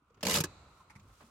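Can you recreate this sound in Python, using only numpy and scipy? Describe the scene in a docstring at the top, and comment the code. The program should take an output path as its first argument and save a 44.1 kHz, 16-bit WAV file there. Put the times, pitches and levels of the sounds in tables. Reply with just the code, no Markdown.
"""Quiet parked-car cabin, seat rumble and a thud, then a handbrake pulled up over fifteen teeth.
The snaps quicken and slow again: bursts of coloured noise with tuned resonances of the ratchet plate,
the lever and the console, over a faint ring. Then the hand lets go with soft ticks, thuds and bumps
and one short squeak, while a sleeve rustles in filtered noise. Stereo, heard from inside the cabin."""
import sys
import numpy as np
from scipy import signal
from scipy.fft import rfft, irfft
from scipy.io import wavfile
from scipy.ndimage import uniform_filter1d

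SR = 44100
rng = np.random.default_rng(int(sys.argv[2]) if len(sys.argv) > 2 else 0)


def store_wav(level_fs):
    """Save 16-bit WAV to argv[1]."""
    pcm = np.round(np.clip(np.atleast_2d(level_fs), -1, 1) * 32767)
    wavfile.write(sys.argv[1], SR, pcm.T.astype(np.int16))


N = 57330
T = np.arange(N) / SR
CUTOFF_HZ = 16000

# the pawl drops off each tooth: t/s, relative crack level/dB, relative knock level in the console/dB,
# treble tilt/dB per octave
PAWL_DROPS = [(0.2291, -5, 6.5, -0.5), (.2510, -4, 8, -0.5), (0.2672, -1.5, 3.5, -1),
              (0.2822, -3.5, 4.5, 0.5), (.2950, -1, 4, -.5), (0.307, -1, 3, 1), (0.3186, -1, 4, -2),
              (0.33, -2.5, -5.5, 2), (0.3401, 1, 3, 1.5), (0.351, 0.5, -0.5, -1), (0.3596, -1.5, -7, 1),
              (.3700, 0, 4.5, -1), (.3840, -4, 3.5, 1), (.4030, -2, 3, 1.5), (.4380, -5, -2, 0.5)]


def from_db(db):
    """Decibels to gain."""
    return 10 ** (np.asarray(db) / 20)


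def rms_one(x):
    """Scale to unit rms."""
    return x / np.sqrt(np.mean(x ** 2) + 1e-20)


def at_hz(points, hz):
    """Read a table on a log-frequency axis."""
    f, v = np.transpose(points)
    return np.interp(np.log(np.maximum(hz, 1)), np.log(f), v)


def level(points):
    """Gain over time from rows of t/s, level/dB."""
    return from_db(np.interp(T, *np.transpose(points)))


def drift(rate):
    """Smooth random motion of rms 1: white noise averaged over 1/rate seconds."""
    return rms_one(uniform_filter1d(rng.standard_normal(N), max(1, int(SR / rate))))


def pan(hz):
    """Left and right gains of the cabin at these frequencies."""
    # f/Hz, level left minus right/dB
    side_balance = [(250, -0.5), (550, 0), (1000, -3), (2000, 0.1), (4000, 0.5), (8000, -4.4), (12000, 0.5)]
    return from_db(np.outer([.5, -.5], at_hz(side_balance, hz)))


def noise(spectrum):
    """Coloured stereo noise, alike in the bass and diffuse in the treble; rms 1."""
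    # f/Hz, left-right correlation
    likeness = [(100, .999), (250, 0.96), (500, 0.88), (1000, 0.64), (2000, .28), (4000, 0.02),
                (12000, .02)]
    hz = np.fft.rfftfreq(N, 1 / SR)
    mid, side = np.exp(2j * np.pi * rng.random((2, len(hz))))
    alike = at_hz(likeness, hz)
    pair = np.sqrt(1 + alike) * mid + np.outer([1, -1], np.sqrt(1 - alike) * side)
    colour = from_db(at_hz(spectrum, hz)) * (hz < CUTOFF_HZ)
    return rms_one(irfft(pair * pan(hz) * colour, N))


def add(out, s, sound):
    """Mix a sound in at time s."""
    i = max(0, int(s * SR))
    out[:, i:i + sound.shape[1]] += sound[:, :N - i]


def burst(t, rise, hold, t60):
    """Rise, stay up until the hold time while the first reflections arrive, then die away."""
    return np.clip(t / rise, 0, 1) * from_db(-60 * np.maximum(t - hold, 0) / t60)


def touches(rows, spectrum, rise, hold, t60):
    """Light contacts (t/s, level/dB) that share one noise colour and decay."""
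    return noise(spectrum) * sum(from_db(db) * burst(T - s, rise, hold, t60) for s, db in rows)


def background():
    """Quiet cabin background: coloured noise under a slow level curve."""
    # f/Hz, relative level/dB per Hz
    air_colour = [(30, -14), (90, 4), (250, -7), (500, -6), (800, -7), (1050, -0.5), (1350, 3.5),
                  (1650, -15.5), (2600, -13.5), (4000, -24), (9000, -51.5), (15000, -45)]
    # t/s, level/dB
    air_level = [(0, -76.5), (.2, -68), (.6, -64), (1.3, -68)]
    return level(air_level) * noise(air_colour)


def seat():
    """Low rumble of the seat and body as the driver moves: bass-heavy noise."""
    # t/s, level/dB
    seat_level = [(0, -83.5), (.12, -71), (.21, -60), (.5, -58.5), (.68, -63), (.86, -72), (1.02, -61),
                  (1.11, -61), (1.18, -74.5), (1.3, -61.5)]
    # f/Hz, relative level/dB per Hz
    rumble_colour = [(25, -13), (50, 1), (90, -0.5), (160, -8), (280, -14.5), (600, -25), (2000, -68)]
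    return level(seat_level) * noise(rumble_colour)


def sleeve():
    """Cloth rubs in noise whose level flutters quickly about a slower curve."""
    # t/s, level/dB before the flutter
    sleeve_level = [(0, -91.5), (.18, -85), (.6, -84), (.73, -76.5), (.80, -71.5), (.86, -82.5),
                    (1.03, -76), (1.13, -70), (1.2, -68), (1.27, -68), (1.3, -73)]
    # f/Hz, relative level/dB per Hz
    cloth_colour = [(300, 4), (1500, -0.5), (4000, 1.5), (8000, -0.5), (12000, -6.5), (15500, -9.5)]
    flutter = from_db(1.4 * drift(250))
    return level(sleeve_level) * flutter * noise(cloth_colour)


def thuds():
    """Dull decaying sines: soft thuds before the pull and after it."""
    # t/s, level/dB, f/Hz, t60/s
    thud_rows = [(0.019, -65, 289, 0.055), (.104, -59.5, 472, 0.055), (0.174, -58.5, 416, 0.042),
                 (.958, -44.5, 113, 0.048), (.960, -56, 201.6, 0.24), (1.038, -77, 128, .2),
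                 (1.076, -56.5, 49, 0.55), (1.211, -64, 139, 0.076), (1.237, -53, 229, 0.1)]
    rise_s = 0.0037
    out = np.zeros(N)
    for s, db, hz, t60 in thud_rows:
        envelope = burst(T - s, rise_s, rise_s, t60)
        out += from_db(db) * envelope * np.sin(2 * np.pi * hz * (T - s))
    return out


def button():
    """Light plastic ticks of the grip and button: short bright noise bursts."""
    # t/s, level/dB
    button_ticks = [(.100, -78), (.143, -71), (.171, -80), (.2075, -57), (.996, -63)]
    # f/Hz, relative level/dB per Hz
    plastic_colour = [(1200, 1), (2600, 5.5), (4000, 1), (7000, 2.5), (10000, -23), (15000, -10)]
    return touches(button_ticks, plastic_colour, rise=.001, hold=.005, t60=.05)


def trim():
    """The hand brushes and bumps the trim: soft, dull noise bursts."""
    # t/s, level/dB
    trim_bumps = [(.172, -67.5), (1.040, -75), (1.092, -66.5), (1.204, -55.5), (1.220, -66)]
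    # f/Hz, relative level/dB per Hz
    bump_colour = [(80, -3), (250, -2), (600, -0.5), (1000, -1), (1700, -5), (2300, -9.5), (3300, -13),
                   (5000, -21), (8000, -46), (15000, -57)]
    return touches(trim_bumps, bump_colour, rise=.002, hold=.008, t60=0.11)


def linkage():
    """Small knocks of the linkage: noise bursts strongest in the midrange."""
    # t/s, level/dB
    linkage_ticks = [(.2075, -59.5), (.898, -56), (.903, -58.5), (.953, -59), (.959, -60)]
    # f/Hz, relative level/dB per Hz
    tick_colour = [(200, -11), (650, -12), (900, 6), (1500, -2.5), (2250, 7), (2900, -12.5), (5000, -8),
                   (8000, -13.5), (12000, -18), (15500, -57)]
    return touches(linkage_ticks, tick_colour, rise=.001, hold=.002, t60=0.079)


def tooth_colour(hz):
    """Every tooth favours its own narrow patches of the treble."""
    spread_db, width_hz, full_from_hz = 3.3, 240, 2000
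    knots = np.arange(0, SR / 2, width_hz)
    patches = np.interp(hz, knots, rng.standard_normal(len(knots)))
    patches = patches * np.minimum(hz / full_from_hz, 1)
    return rms_one(from_db(spread_db * patches))


def pawl(size=8192):
    """Each snap excites the ratchet's dense, short-lived resonances, partly the same on every tooth."""
    # f/Hz, relative level/dB per Hz
    crack_colour = [(120, -9.5), (310, -5), (520, -4.5), (750, -5.5), (1050, -1.5), (1400, -7),
                    (2000, -4.5), (2800, -2.5), (3500, -3.5), (4700, -2), (6000, -1.5), (7600, -2),
                    (8500, -7.5), (12000, -8.5), (15500, -16.5)]
    # f/Hz, t60/s
    crack_decay = [(200, .06), (1500, 0.069), (5000, 0.046), (14000, 0.034)]
    crack_db, rise_s, hold_s = -28.5, 0.0004, 0.006
    shared_power = 0.36  # share of the crack that is the same on every tooth
    direct_gain, direct_s = 0.37, 0.0014  # the direct snap stands above its reflections
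    grain_db, grain_per_s = 1.5, 270
    out, t = np.zeros((2, N)), T[:size]
    hz = np.fft.rfftfreq(size, 1 / SR)

    # overlapping bands, each with its own decay
    centres = np.geomspace(250, 16000, 7)
    bands = np.array([at_hz(np.c_[centres, one], hz) for one in np.eye(len(centres))])
    direct = 1 + direct_gain * np.exp(-(t / direct_s) ** 2)
    decays = np.array([burst(t, rise_s, hold_s, at_hz(crack_decay, c)) for c in centres])
    shapes = direct * decays

    steel = noise(crack_colour)[:, :size]
    for s, db, _, tilt_db in PAWL_DROPS:
        own = noise(crack_colour)[:, :size]
        snap = np.sqrt(shared_power) * steel + np.sqrt(1 - shared_power) * own
        coloured = rfft(snap) * tooth_colour(hz)
        split = irfft(coloured[:, None] * bands, size)  # side, band, time
        gains = from_db(crack_db + db + tilt_db * np.log2(centres / 4000))
        crack = (split * shapes * gains[:, None]).sum(1)
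        grain = from_db(grain_db * drift(grain_per_s)[:size])
        add(out, s, crack * grain)
    return out


def plate(size=8192):
    """Moving along the toothed plate, the pawl rings each mode most near its antinode."""
    # modes of the steel plate: f/Hz, level/dB before each tooth's crack level, t60/s, antinode t/s
    plate_modes = [ (908, -40, .19, .375), (1270, -42, .04, .405), (1580, -33, .035, .45),
                   (1700, -33, .05, .445), (2540, -41, .04, .22), (2890, -38, .07, .325),
                   (4230, -40, .04, .235), (4900, -39, .05, .395), (2016, -40.5, 0.076, .29),
                   (2260, -51, 0.085, 0.33), (2564, -46.5, 0.27, 0.35), (2843, -34.5, .04, 0.29),
                   (3660, -52, .05, 0.5), (4720, -39, 0.072, 0.3), (5890, -42.5, 0.065, 0.2)]
    antinode_s, node_loss_db = .03, 12
    rise_s, hold_s = 0.0023, 0.0061  # the ring builds up in the cabin's first reflections
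    out, t = np.zeros((2, N)), T[:size]
    for hz, db, t60, best_s in plate_modes:
        ringing = pan([hz]) * burst(t, rise_s, hold_s, t60)
        for s, crack_db, _, _ in PAWL_DROPS:
            away = 1 - np.exp(-.5 * ((s - best_s) / antinode_s) ** 2)
            gain = from_db(crack_db + db - node_loss_db * away)
            phase = rng.random() + .5 * rng.random((2, 1))  # in cycles, different on each side
            add(out, s, gain * ringing * np.sin(2 * np.pi * (hz * t + phase)))
    return out


def lingering_ring():
    """Every snap adds power to a faint, slowly dying ring of the springs and steel."""
    # f/Hz, relative level/dB per Hz
    ring_colour = [(35, -15), (80, -16), (150, 2.5), (300, 3), (450, 0), (750, 1), (1250, -0.5), (1700, -8),
                   (2400, -5), (3200, -15.5), (4000, -1), (5200, -15.5), (7600, -12), (9000, -24),
                   (15000, -36.5)]
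    ring_db, rise_s, t60_s = -62.5, 0.0052, 1.55
    power = np.zeros(N)
    for s, db, _, _ in PAWL_DROPS:
        power += (from_db(db) * burst(T - s, rise_s, rise_s, t60_s)) ** 2
    return from_db(ring_db) * np.sqrt(power) * noise(ring_colour)


def strike(s, db, hz, t60, sign):
    """Blows at times s set one resonator ringing, a little differently every time."""
    scatter_db = 4
    clicks = np.full(N, 1e-18)  # tiny floor keeps the filter off zero
    blow_db = db + scatter_db * rng.standard_normal(len(s))
    clicks[(s * SR).astype(int)] = sign * from_db(blow_db)
    r = from_db(-60 / (t60 * SR))  # decay per sample
    w = 2 * np.pi * hz / SR
    return pan([hz]) * signal.lfilter([.5, 0, -.5], [1, -2 * r * np.cos(w), r * r], clicks)


def console():
    """The snaps knock the lever and console; the balance of modes shifts as the lever rises."""
    # modes of console and lever: f/Hz, level/dB before each tooth's knock level, t60/s,
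    # level gained from first tooth to last/dB
    lever_modes = [(89.7, -49.5, 0.21, 5), (157.4, -37.5, 0.054, 10), (193.8, -38.5, 0.078, 1.5),
                   (287.1, -48, .1, 6.5), (368, -47, 0.062, 10), (437.2, -49, 0.2, 3.5),
                   (475, -44, .08, -3.5), (558, -46, 0.13, -6.5), (612, -46.5, 0.066, -9.5),
                   (1031, -53.5, 0.19, -7.5), (1248, -49, 0.051, 11)]
    delay_s = 0.0022  # knock after crack
    s, _, knock_db, _ = np.transpose(PAWL_DROPS)
    travel = np.linspace(-.5, .5, len(s))
    out = np.zeros((2, N))
    for k, (hz, db, t60, gained_db) in enumerate(lever_modes):
        blow_db = knock_db + db + gained_db * travel
        out += strike(s + delay_s, blow_db, hz, t60, sign=(-1) ** k)
    return out


def squeak():
    """A short squeak of the grip: a sine of unsteady pitch under a bell-shaped swell."""
    centre_s, spread_s, pitch_hz, peak_db = .811, 0.0077, 1069, -55
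    swell = from_db(peak_db) * np.exp(-.5 * ((T - centre_s) / spread_s) ** 2)
    hz = pitch_hz * (1 + 0.083 * drift(400))
    return swell * np.sin(2 * np.pi * np.cumsum(hz) / SR)


def scene():
    """Everything heard inside the car: cabin, hand and ratchet."""
    cabin = background() + seat() + sleeve()
    hand = thuds() + button() + trim() + linkage() + squeak()
    ratchet = pawl() + plate() + lingering_ring() + console()
    return cabin + hand + ratchet


def record(dry):
    """The microphone thins the deep bass; the top is cut steeply."""
    low_cut = signal.butter(2, 45, "high", fs=SR, output="sos")
    top_cut = signal.ellip(10, .2, 80, CUTOFF_HZ, fs=SR, output="sos")
    return signal.sosfilt(top_cut, signal.sosfilt(low_cut, dry))


dry = scene()
out = record(dry)
store_wav(out)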